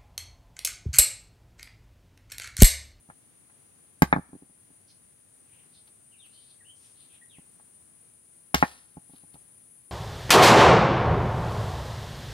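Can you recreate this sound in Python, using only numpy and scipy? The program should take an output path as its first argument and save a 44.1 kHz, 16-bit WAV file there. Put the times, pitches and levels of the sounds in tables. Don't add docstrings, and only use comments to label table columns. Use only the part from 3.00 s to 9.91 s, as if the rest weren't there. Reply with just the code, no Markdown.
import sys
import numpy as np
from scipy import signal
from scipy.fft import rfft, irfft
from scipy.io import wavfile
from scipy.ndimage import uniform_filter1d, map_coordinates

SR = 44100
rng = np.random.default_rng(int(sys.argv[2]) if len(sys.argv) > 2 else 0)


def generate_wav(signal):
    frames = np.transpose(np.atleast_2d(signal))
    scaled = np.clip(frames, -1, 1) * 32767
    pcm = np.round(scaled).astype(np.int16)
    wavfile.write(sys.argv[1], SR, pcm)


N = 304731


def undb(db):
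    return 10 ** (np.asarray(db) / 20)


def unit(x):
    return x / np.sqrt(np.mean(x ** 2))


def fade(t, t60):
    return np.exp(-np.log(1000) * t / t60)


def ring(t, hz, t60):
    return np.sin(2 * np.pi * hz * t) * fade(t, t60)


def lowpass(x, hz, order=2):
    return signal.sosfilt(signal.butter(order, min(hz, SR / 2 - 1), fs=SR, output="sos"), x)


def highpass(x, hz):
    return signal.sosfilt(signal.butter(2, hz, "high", fs=SR, output="sos"), x)


def colour(x, points):
    hz, db = np.transpose(points)
    bins_hz = np.fft.rfftfreq(x.shape[-1], 1 / SR)
    gain = undb(np.interp(np.log(bins_hz + 1), np.log(hz), db))
    return irfft(rfft(x) * gain, x.shape[-1])


def delay(x, s):
    return map_coordinates(x, [np.arange(len(x)) - s * SR], order=3)


def walk(per_s):
    step = max(int(SR / per_s), 1)
    levels = np.repeat(rng.standard_normal(N // step + 1), step)
    return unit(uniform_filter1d(levels, step)[:N])


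def grains(per_s, spread_db, points):
    size = undb(spread_db * np.minimum(rng.exponential(size=N), 4)) * rng.choice([-1, 1], N)
    clicks = size * (rng.random(N) < per_s / SR)
    return unit(colour(clicks, points))


def add(track, start_s, sound):
    i = int(start_s * SR)
    track[i:i + len(sound)] += sound[:N - i]


def diffuse_noise(n, alike_hz):
    common, own = rng.standard_normal(n), rng.standard_normal((2, n))
    return lowpass(common, alike_hz) + highpass(own, alike_hz)


# freq_hz, gain_db
GARDEN_COLOUR = [(60, -12), (200, -4), (500, -1), (1000, -1), (2000, -1), (4000, 1), (8000, -3),
                 (16000, -7)]
def garden_echoes(x, t60, rise_s):
    t = np.arange(SR) / SR
    build_up = 1 - np.exp(-(t / rise_s) ** 2)
    tail = colour(diffuse_noise(SR, alike_hz=446), GARDEN_COLOUR) * fade(t, t60) * build_up
    return signal.fftconvolve(x[None], unit(tail) / np.sqrt(SR), axes=1)[:, :N]


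# time_s, clicks_per_s, level_db
CICADA_EFFORT = [(0, 339.3, -61), (1.9, 337.8, -60.5), (2.6, 332.6, -58.5), (3.7, 331.6, -55),
                 (4.3, 333.6, -56.8), (5.2, 334.6, -57), (6.9, 339, -54)]
def cicada(start_hz=9480, tension=1.1, creep_hz_per_s=42, ring_s=0.00025, jitter=0.0054, gain_db=-4):
    t = np.arange(N) / SR
    time_s, *columns = np.transpose(CICADA_EFFORT)
    rate, level_db = (np.interp(t, time_s, column) for column in columns)
    ring_hz = start_hz * (rate / rate[0]) ** tension + creep_hz_per_s * t
    cycles = np.cumsum(rate * (1 + jitter * walk(150)) / SR)
    age_s = cycles % 1 / rate
    clicks = unit(age_s * np.exp(-age_s / ring_s) * np.sin(2 * np.pi * ring_hz * age_s))
    harmonic = undb(-9) * np.sin(2 * np.pi * 28 * cycles)
    flutter_db = .9 * walk(41)
    buzz = unit(clicks + harmonic) * undb(gain_db + level_db + flutter_db)
    pan_left = undb([[4], [-4]])
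    return (buzz + garden_echoes(buzz, t60=0.37, rise_s=.004)) * pan_left


# freq_hz, gain_db
AIR_COLOUR = [(20, -43), (50, -16.5), (95, -1.5), (270, -5), (420, -10.5), (1000, -17), (2000, -18.5),
              (5700, -25.5), (6600, -17.5), (7400, -27), (9500, -9.5), (11500, -21), (13500, -30),
              (15300, -24.5)]
def air(level_db=-62.5, sway_db=-0.7):
    background = unit(colour(diffuse_noise(N, alike_hz=119.83), AIR_COLOUR))
    return background * undb(level_db + sway_db * walk(7))


# pitch_hz, level_db, t60_s (capped in strike)
SHELL_MODES = [(1013, 10.5, 0.0039), (450, -17, 0.0028), (629.5, -19.5, .014), (1047, -2, 0.015),
               (1195, -4.5, 0.0061), (1400, -4.5, .016), (1626, -5, 0.041), (2060, -8.5, 0.025),
               (2160, -6, 0.015), (2650, -21, 0.0091), (3220, -22, 0.0087), (3478, -14, 0.016),
               (4440, -20.5, 0.013)]
# freq_hz, gain_db
CRACK_COLOUR = [(300, -8), (1000, 1), (2200, 1), (3200, -2), (4500, -1), (6500, -4), (8000, -10),
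                (10500, -12), (12500, -7), (16000, -13)]
def strike(start_s, thud_db, shell_db, pitch_ratio, contact_hz, longest_t60=.022, falls_open_s=5.6):
    t = np.arange(SR // 4) / SR
    thud = ring(t, 205 * pitch_ratio, t60=.014)
    shell = sum((-1) ** k * undb(db) * ring(t, hz * pitch_ratio, min(t60, longest_t60))
                for k, (hz, db, t60) in enumerate(SHELL_MODES))
    grit = unit(colour(rng.standard_normal(len(t)), CRACK_COLOUR)) * fade(t, 0.018)
    hollow_db = -7 if start_s > falls_open_s else -14.5
    hollow = undb(hollow_db) * ring(t, 825, t60=0.031)
    knock = undb(shell_db) * (shell + undb(-14) * grit + hollow)
    body = highpass(undb(thud_db) * thud, 130) + highpass(knock, 680)
    cushioned = lowpass(body, contact_hz, order=4)
    tick = undb(-33) * grit
    return undb(shell_db) * (undb(-45) * niche_boom(t) + tick) - cushioned


# start_s, level_db, pitch_ratio
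HUSK_BUMPS = [(0.0887, -34.5, 0.75), (1.1556, -24, 1.2), (1.183, -16, 0.845), (1.29, -42.5, 1.1),
              (1.3305, -29, 1.2), (1.3516, -32, 1.37), (1.422, -36.5, 1.34), (1.496, -47, 1.05),
              (1.703, -44, 1.12), (4.3836, -35, 0.84), (5.969, -26, 0.87), (6.095, -41, 0.95),
              (6.135, -38, 1.18), (6.235, -40, .86), (6.342, -36, 0.82)]
def bumps(shell_offset_db=-7.5, contact_hz=855):
    out = np.zeros(N)
    for start_s, level_db, pitch_ratio in HUSK_BUMPS:
        add(out, start_s, strike(start_s, level_db, level_db + shell_offset_db, pitch_ratio, contact_hz))
    return out


# start_s, thud_db, shell_db, pitch_ratio, contact_hz
SHELL_KNOCKS = [(0.1, -56, -35.5, 1.06, 1850), (0.498, -59, -52.5, 1.2, 3200), (1.02, 3, -2.5, 0.95, 2270),
                (1.1269, -7, -3, 1.05, 2350), (1.1621, -11, -14.5, 0.95, 1390),
                (4.598, -60, -47.5, 0.97, 1596), (5.5432, -8.5, -7.5, 0.99, 3128),
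                (5.6256, -6, -3, 1.12, 2020), (6.356, -46, -42.5, 0.78, 1180)]
def knocks():
    out = np.zeros(N)
    for start_s, *contact in SHELL_KNOCKS:
        add(out, start_s, strike(start_s, *contact))
    return out


def niche_boom(t):
    return ring(t, hz=69, t60=0.37)


def niche_echo(x, echo_db=-3.0, cutoff_hz=480, lag_s=.0087):
    return x - undb(echo_db) * delay(lowpass(x, cutoff_hz, order=1), lag_s)


def microphone_ports(left, lag_s=.00024, split_hz=600, bass_db=2.5, treble_db=-2):
    bass = lowpass(left, split_hz, order=1)
    right = undb(bass_db) * bass + undb(treble_db) * (left - bass)
    return np.array([left, delay(right, lag_s)])


# start_s, snap_db, treble_db, spatter_db, spatter_t60_s
SHELL_SPLITS = [(1.021, -13.5, 8, -43.5, .15), (5.5453, -4.5, -2.5, -36.5, 0.56)]
def splits(attack_s=0.00062, snap_t60=.011, tear_t60=.09, tear_db=-24, boom_db=-33):
    out, t = np.zeros(N), np.arange(SR // 4) / SR
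    for start_s, snap_db, treble_db, _, _ in SHELL_SPLITS:
        noise = unit(colour(rng.standard_normal(len(t)), CRACK_COLOUR))
        fibres = colour(noise, [(5000, 0), (6600, treble_db)])
        attack = 1 - np.exp(-t / attack_s)
        decay = fade(t, snap_t60) + undb(tear_db) * fade(t, tear_t60)
        crack = highpass(fibres * attack * decay, 400)
        add(out, start_s, undb(snap_db) * (crack + undb(boom_db) * niche_boom(t)))
    return out


# freq_hz, gain_db
DROP_COLOUR = [(200, -12), (800, -2), (2000, 0), (4500, 0), (6500, -4), (8000, -11), (12000, -10),
               (16000, -17)]
def spatter(lag_s=.01):
    flow, t = np.zeros(N), np.arange(SR) / SR
    for start_s, _, _, spatter_db, t60 in SHELL_SPLITS:
        add(flow, start_s + lag_s, undb(spatter_db) * fade(t, t60))
    return flow * grains(per_s=1100, spread_db=2.0, points=DROP_COLOUR)


def bird_note(length_s, start_hz, end_hz, width, bend=1.2):
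    progress = np.linspace(0, 1, int(length_s * SR))
    pitch_hz = start_hz + (end_hz - start_hz) * progress ** bend
    phase = 2 * np.pi * np.cumsum(pitch_hz) / SR
    waver = lowpass(rng.standard_normal((2, SR // 2)), width * start_hz / 2)[:, -len(progress):]
    swell = np.sqrt(abs(np.sin(np.pi * progress)))
    return unit(waver[0] * np.sin(phase) + waver[1] * np.cos(phase)) * swell


# start_s, length_s, pitch_hz, level_db
BIRD_RASPS = [(1.876, .059, 4800, -64.5), (2.455, .22, 2650, -69.5), (2.718, 0.093, 4090, -64.5),
              (3.282, 0.28, 3990, -64.5), (3.751, 0.19, 5900, -66), (3.799, .13, 3000, -69.5),
              (3.942, .13, 3760, -64.5), (4.088, 0.086, 2944, -63.5)]
# start_s, length_s, start_hz, end_hz, level_db
BIRD_WHISTLES = [(3.11, 0.068, 3060, 2264, -63), (3.179, 0.095, 3895, 2320, -59),
                 (3.319, .088, 2914, 3220, -64.5), (3.585, .052, 2160, 1570, -64.5),
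                 (3.646, .08, 2807, 3255, -57), (4.214, 0.038, 1864, 1910, -56.5),
                 (4.29, 0.092, 3810, 1830, -59)]
def bird(direct_db=-4, echo_db=-5, rattle_db=2.5):
    whistles, rasps = np.zeros((2, N))
    for start_s, length_s, start_hz, end_hz, level_db in BIRD_WHISTLES:
        add(whistles, start_s, undb(level_db) * bird_note(length_s, start_hz, end_hz, width=0.056))
    for start_s, length_s, pitch_hz, level_db in BIRD_RASPS:
        add(rasps, start_s, undb(level_db) * bird_note(length_s, pitch_hz, pitch_hz, width=0.4))
    song = whistles + rasps * undb(rattle_db * walk(70))
    return undb(direct_db) * song + undb(echo_db) * garden_echoes(song, t60=0.24, rise_s=0.00083)


# start_s, length_s, level_db
HUSK_RUSTLES = [(2.859, 0.051, -62.5), (3.24, 0.044, -62.5), (3.754, 0.2, -67.5), (4.076, 0.1, -70),
                (6.068, 0.2, -62.5), (6.331, 0.025, -58)]
# freq_hz, gain_db
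FIBRE_COLOUR = [(300, 6), (1500, 15), (4500, 15.5), (7000, -2), (12000, 16), (16000, -11)]
def rustles():
    effort = np.zeros(N)
    for start_s, length_s, level_db in HUSK_RUSTLES:
        add(effort, start_s, undb(level_db) * np.hanning(int(length_s * SR)))
    return effort * grains(per_s=900, spread_db=3, points=FIBRE_COLOUR)


def scene():
    coconut = knocks() + bumps() + splits() + spatter() + rustles()
    near = undb(-12) * garden_echoes(coconut, t60=0.09, rise_s=0.0024)
    far = undb(-33) * garden_echoes(coconut, t60=.52, rise_s=0.026)
    return microphone_ports(niche_echo(coconut)) + near + far + cicada() + bird() + air()


def record(dry, ceiling=1.0, top_hz=15800):
    rounded = dry / (1 + (dry / ceiling) ** 4) ** (1 / 4)
    return signal.sosfilt(signal.ellip(10, .2, 80, top_hz, fs=SR, output="sos"), rounded)


dry = scene()
out = record(dry)
generate_wav(out)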